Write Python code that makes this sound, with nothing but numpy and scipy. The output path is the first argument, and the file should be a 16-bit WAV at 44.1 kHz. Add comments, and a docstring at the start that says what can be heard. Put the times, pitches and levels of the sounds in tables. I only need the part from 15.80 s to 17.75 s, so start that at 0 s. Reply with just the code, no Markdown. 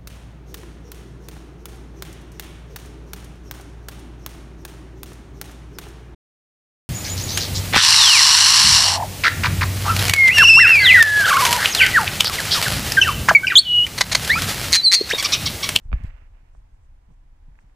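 """A fingertip lands on a hand-held camera: the case rings with a click and sways with a deep thump.
The skin sticks and slips as it slides across twice, then the grip settles with ticks, scuffs and bumps.
The fingers are beside the right microphone, so the left one hears them later and duller.
Behind this is the faint rush of a quiet garden, where a cat's paws crunch in the snow."""
import sys
import numpy as np
from scipy import signal
from scipy.fft import rfft, irfft, next_fast_len
from scipy.io import wavfile
from scipy.ndimage import uniform_filter1d

SR = 44100
rng = np.random.default_rng(int(sys.argv[2]) if len(sys.argv) > 2 else 0)


def dump_mix(stems):
    """Bounce the given channels to the path in sys.argv[1] as a 16-bit WAV at rate SR."""
    frames = np.atleast_2d(stems).T  # one column per channel
    limited = np.clip(frames, -1, 1)  # hard clip at full scale
    pcm = np.round(limited * 32767).astype(np.int16)
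    wavfile.write(sys.argv[1], SR, pcm)


N = 85995
T = np.arange(N) / SR

# tone of the outdoor air: frequency_hz, gain_db
AIR_TONE = [(150, -30.5), (250, -4), (302, -6.5), (427, -10), (614, -9.5), (867, -6), (1100, -11),
            (1180, -14), (1890, -15), (4100, -26), (7250, -28), (15500, -39)]
# loudness of the air: time_s, level_db
AIR_LOUDNESS = [(0, -66), (0.8, -67), (1.15, -68), (1.5, -68.5), (1.8, -66), (1.95, -67)]
# how alike the air is in both microphones: frequency_hz, likeness (1 same, -1 opposite)
AIR_LIKENESS = [(250, 0.35), (640, -0.61), (1400, 0.13), (8000, -0.15)]
# how much louder the air is on the left: frequency_hz, gain_db
AIR_BALANCE = [(250, 2), (700, -4), (1300, -4), (2400, -2), (4400, 0), (8000, 3), (15000, -1)]
# the cat's steps: peak_s, level_db
PAW_STEPS = [(0.049, -79), (0.742, -83.5), (0.779, -81), (0.95, -84), (1.045, -83), (1.33, -83.5),
             (1.81, -80)]
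# tone of crunching snow: frequency_hz, gain_db
SNOW_TONE = [(3000, -31), (5500, 4), (8800, 4.5), (10500, -22), (15000, -30.5)]
# loudness of the hand's rumble: time_s, level_db
RUMBLE_LOUDNESS = [(0, -47.5), (0.035, -44.5), (0.06, -38), (0.19, -30.5), (0.28, -37.5), (0.35, -46.5),
                   (1.0, -47), (1.4, -49), (1.55, -47), (1.95, -51)]
# tone of that rumble: frequency_hz, gain_db
RUMBLE_TONE = [(10, -13.5), (25, 7), (42, 1.5), (70, -5.5), (110, -14), (160, -27.5), (240, -31),
               (350, -41.5), (700, -37.5), (2000, -70.5)]
# scuffs of a shifting finger: peak_s, level_db, fade_s (every fade or swell time spans 60 dB)
FINGER_SCUFFS = [(0.418, -58, 0.14), (1.289, -59, 0.11), (1.306, -55, 0.16), (1.434, -59, 0.077),
                 (1.685, -62.5, 0.45), (1.816, -61, 0.42)]
# tone of a scuff: frequency_hz, gain_db
SCUFF_TONE = [(60, -22), (130, 8), (230, 2), (400, -9.5), (650, -11.5), (1000, -9.5), (1500, -27),
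              (3000, -29), (8000, -48)]
# what the left microphone loses of any rubbing: frequency_hz, gain_db
LEFT_SHADOW = [(300, -6.5), (700, -10), (1300, -16.5), (2400, -17), (4400, -21.5), (8000, -7.5)]
# ticks of a seam in the case: start_s, level_db
SEAM_TICKS = [(1.7536, -53.5), (1.7884, -43.5), (1.8962, -55.5)]
# notes the seam rings at: pitch_hz, gain_db, fade_s
SEAM_NOTES = [(920, -4.5, 0.016), (1700, -2, 0.013), (2080, 0.5, 0.013), (2530, -1.5, 0.009)]
# loudness of the sliding fingertip, one list per stroke: time_s, level_db
SLIDE_STROKES = [
    [(0.129, -39.5), (0.142, -48), (0.18, -50.5), (0.22, -52), (0.255, -50.5), (0.3, -51), (0.325, -55.5),
     (0.365, -53), (0.43, -59.5), (0.475, -64.5), (0.5, -97)],
    [(0.515, -88), (0.54, -64), (0.58, -62), (0.63, -72.5), (0.68, -67.5), (0.74, -83)],
]
# tone of rubbing skin: frequency_hz, gain_db
RUB_TONE = [(150, -10), (350, -7.5), (620, 2), (850, -1), (1250, -2), (1700, -0.5), (2300, 0.5), (2800, -4),
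            (3150, -12.5), (4500, -23), (7500, -27.5), (9500, -39.5), (12000, -37), (15000, -40)]
# tone of hard-pressed skin: frequency_hz, gain_db
SQUEEZE_TONE = [(2500, 2), (4000, 5), (6000, -5.5), (7700, 2.5), (9000, -15.5), (12000, -8), (15000, -30)]
# the skin snapping free: start_s, level_db
SKIN_SNAPS = [(0.2382, -25.5)]
# tone of the snap: frequency_hz, gain_db
SNAP_TONE = [(1000, -16), (4000, -1), (9000, -3.5), (12500, -6.5), (15000, -23.5)]
# bumps of the grip that start at once, some as strong as the thumps: start_s, level_db, pitch_hz, fade_s
GRIP_BUMPS = [(0.054, -28.5, 81, 0.08), (0.1223, -13, 96, 0.014), (0.1324, -13, 167.3, 0.022),
              (0.197, -35.5, 260, .02), (0.208, -28.5, 155, 0.029), (0.2446, -10, 81.6, 0.029),
              (0.293, -36.5, 95.4, 0.089), (0.517, -39, 47.7, 0.14), (0.631, -37, 75, 0.064),
              (0.749, -43.5, 140, 0.019), (0.777, -37, 41.4, 0.18), (1.285, -49, 119, 0.063),
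              (1.308, -46.5, 132, 0.061), (1.681, -40, 131, 0.074), (1.715, -39, 42.1, 0.25),
              (1.84, -43, 123, 0.063)]
# heavy jolts of the case: peak_s, level_db, pitch_hz, swell_s, fade_s
HEAVY_THUMPS = [(0.1, -23.5, 30.9, 0.22, 0.15), (0.1433, -7.5, 51.7, 0.059, 0.048),
                (0.16, -20, 34.5, 0.01, 0.2), (0.2382, -18.5, 52.7, 0.029, 0.07),
                (0.266, -26, 24.7, 0.013, 0.133), (0.347, -31.5, 48.5, 0.074, 0.093)]
# notes the case rings at: pitch_hz, gain_db, fade_s
CASE_NOTES = [(389, -15.5, 0.022), (625, -2.5, 0.014), (1106, 1, 0.0074), (1460, 3.5, 0.0047),
              (1910, -13, 0.014), (2350, -4, 0.011), (3760, -21.5, 0.013), (4370, -21.5, 0.0047)]
# middles of the case's low, middle and high range: pitch_hz
CASE_RANGES = [650, 1346, 2350]
# taps and how hard they ring each range: start_s, low_db, middle_db, high_db, left_cutoff_hz
FINGER_TAPS = [(0.1174, -26.5, -37.5, -32.5, 376), (0.129, -18, -17, -19.5, 317),
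               (0.7495, -38.5, -46.5, -69, 322)]

LEFT_DELAY_MS, TOP_HZ = 0.624, 15750
PAW_WIDTH_S, CRYSTALS_PER_S, PAW_LEFT_DB = 0.018, 1600, 10
SCUFF_SWELL_S, BUMP_RISE_S = 0.053, 0.0022
SEAM_CUTOFF_HZ, SEAM_LEFT_CUTOFF_HZ = 2700, 990
SLIPS_PER_S, RUB_FLUTTER_DB, SNAP_LEFT_DB = 4000, 1, -39
SQUEEZE_PEAK_S, SQUEEZE_WIDTH_S, SQUEEZE_DB = 0.264, 0.018, -60.5
CRACK_GAIN_DB, CRACK_FADE_S = -29.5, 0.013
FINGERTIP_CUTOFF_HZ, FINGERTIP_STEEPNESS = 5000, 12


def amp(db):
    """Turn decibels into a number to multiply by."""
    return 10 ** (np.asarray(db) / 20)


def unit(x):
    """Scale a sound so its average strength (rms) is 1."""
    return x / np.sqrt(np.mean(x ** 2) + 1e-20)


def along(points, hz):
    """Read between (frequency_hz, value) points, with octaves evenly spaced."""
    frequencies, values = np.transpose(points)
    return np.interp(np.log(hz + 1), np.log(frequencies + 1), values)


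def loudness(points):
    """A gain that follows (time_s, level_db) points and is silent outside them."""
    times, levels = np.transpose(points)
    return amp(np.interp(T, times, levels, left=-120, right=-120))


def fade(t, fade_s):
    """Silent before t = 0, then dying away by 60 dB every fade_s."""
    return (t >= 0) * np.exp(-np.log(1000) * np.abs(t) / fade_s)


def swell_and_fade(t, swell_s, fade_s):
    """Grow to a peak at t = 0, then die away."""
    return np.where(t < 0, fade(-t, swell_s), fade(t, fade_s))


def ring(t, notes):
    """Fading notes struck together at t = 0, every second one flipped upside down."""
    return sum((-1) ** k * amp(db) * np.sin(2 * np.pi * hz * t) * fade(t, fade_s)
               for k, (hz, db, fade_s) in enumerate(notes))


def filtered(x, response):
    """Multiply each frequency in a sound by response(hz)."""
    size = next_fast_len(N + SR // 2)
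    return irfft(rfft(x, size) * response(np.fft.rfftfreq(size, 1 / SR)), size)[..., :N]


def shaped(x, tone):
    """Give a sound the tone of a (frequency_hz, gain_db) table."""
    return filtered(x, lambda hz: amp(along(tone, hz)))


def dulled(x, cutoff_hz):
    """Gently turn down the treble above the cutoff."""
    return filtered(x, lambda hz: 1 / (1 + 1j * hz / cutoff_hz))


def microphones(left, right):
    """Make a stereo pair: the left microphone hears the case a little later."""
    late_left = filtered(left, lambda hz: np.exp(-2j * np.pi * hz * LEFT_DELAY_MS / 1000))
    return np.array([late_left, right])


def garden_air():
    """Faint outdoor rush and microphone hiss, partly alike on the two sides."""
    def spread(hz):
        angle = np.arccos(np.clip(along(AIR_LIKENESS, hz), -1, 1)) / 2
        return np.array([np.cos(angle), np.sin(angle)])
    rush = shaped(rng.standard_normal((2, N)), AIR_TONE)
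    shared, opposite = filtered(rush, spread)
    pair = np.array([shared + opposite, shared - opposite])
    pair = filtered(pair, lambda hz: amp(np.outer([.5, -.5], along(AIR_BALANCE, hz))))
    return unit(pair) * loudness(AIR_LOUDNESS)


def cat_paws():
    """Snow crystals break under each soft step, off to the left."""
    crystals = rng.standard_normal((2, N)) * (rng.random((2, N)) < CRYSTALS_PER_S / SR)
    weight = sum(amp(db) * np.exp(-.5 * ((T - peak_s) / PAW_WIDTH_S) ** 2) for peak_s, db in PAW_STEPS)
    balance = amp([[PAW_LEFT_DB / 2], [-PAW_LEFT_DB / 2]])
    return unit(shaped(crystals, SNOW_TONE)) * weight * balance


def hand_rumble():
    """The moving hand shakes the whole camera."""
    shake = unit(shaped(rng.standard_normal(N), RUMBLE_TONE)) * loudness(RUMBLE_LOUDNESS)
    return microphones(shake, shake)


def finger_scuffs():
    """The flat of a finger shifts on the case: a dull brush that swells and dies away."""
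    pressure = sum(amp(db) * swell_and_fade(T - peak_s, SCUFF_SWELL_S, fade_s)
                   for peak_s, db, fade_s in FINGER_SCUFFS)
    brush = unit(shaped(rng.standard_normal(N), SCUFF_TONE)) * pressure
    return microphones(shaped(brush, LEFT_SHADOW), brush)


def seam_ticks():
    """A seam of the case gives under the grip with a short, firm tick."""
    ticks = sum(amp(db) * ring(T - start_s, SEAM_NOTES) for start_s, db in SEAM_TICKS)
    treble_cut = signal.butter(8, SEAM_CUTOFF_HZ, fs=SR, output="sos")
    ticks = signal.sosfilt(treble_cut, ticks)
    return microphones(dulled(ticks, SEAM_LEFT_CUTOFF_HZ), ticks)


def finger_slide():
    """Skin sticks and slips in many tiny jerks, hisses where it presses hardest and once snaps free."""
    slips = rng.standard_normal(N) * (rng.random(N) < SLIPS_PER_S / SR)
    flutter = unit(uniform_filter1d(rng.standard_normal(N), size=600))
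    strokes = sum(loudness(stroke) for stroke in SLIDE_STROKES)
    rub = unit(shaped(slips, RUB_TONE)) * strokes * amp(RUB_FLUTTER_DB * flutter)
    squeeze = amp(SQUEEZE_DB) / (1 + ((T - SQUEEZE_PEAK_S) / SQUEEZE_WIDTH_S) ** 2)
    hiss = unit(shaped(rng.standard_normal(N), SQUEEZE_TONE)) * squeeze
    spike = sum(amp(db) * (np.arange(N) == round(start_s * SR)) for start_s, db in SKIN_SNAPS)
    snap = shaped(spike, SNAP_TONE)
    left = shaped(rub + hiss, LEFT_SHADOW) + amp(SNAP_LEFT_DB) * snap
    return microphones(left, rub + hiss + snap)


def case_jolts():
    """A jolt makes the case sway up to a peak and die away; bumps of the grip start at once and ring briefly."""
    sway = np.zeros(N)
    for peak_s, db, hz, swell_s, fade_s in HEAVY_THUMPS:
        t = T - peak_s
        sway += amp(db) * np.sin(2 * np.pi * hz * t) * swell_and_fade(t, swell_s, fade_s)
    for start_s, db, hz, fade_s in GRIP_BUMPS:
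        t = np.maximum(T - start_s, 0)
        rise = 1 - np.exp(-t / BUMP_RISE_S)
        sway -= amp(db) * np.sin(2 * np.pi * hz * t) * fade(t, fade_s) * rise
    return microphones(sway, sway)


def finger_taps():
    """Each tap rings the notes of the case, in a mix set by where and how flat the finger lands."""
    left, right = np.zeros(N), np.zeros(N)
    for start_s, low_db, middle_db, high_db, left_cutoff_hz in FINGER_TAPS:
        t = T - start_s
        strength = list(zip(CASE_RANGES, (low_db, middle_db, high_db)))
        notes = [(hz, db + along(strength, hz), fade_s) for hz, db, fade_s in CASE_NOTES]
        crack = amp(high_db + CRACK_GAIN_DB) * rng.standard_normal(N) * fade(t, CRACK_FADE_S)
        tap = ring(t, notes) + crack
        right += tap
        left += dulled(tap, left_cutoff_hz)
    pair = microphones(left, right)
    # the soft fingertip lets little high treble through
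    return filtered(pair, lambda hz: 1 / np.hypot(1, (hz / FINGERTIP_CUTOFF_HZ) ** FINGERTIP_STEEPNESS))


def scene():
    """All the handling sounds over the quiet garden."""
    handling = case_jolts() + finger_taps() + seam_ticks() + finger_scuffs() + finger_slide()
    return handling + hand_rumble() + cat_paws() + garden_air()


def record(dry):
    """The camera keeps nothing above its highest frequency."""
    return filtered(dry, lambda hz: hz < TOP_HZ)


dry = scene()
out = record(dry)
dump_mix(out)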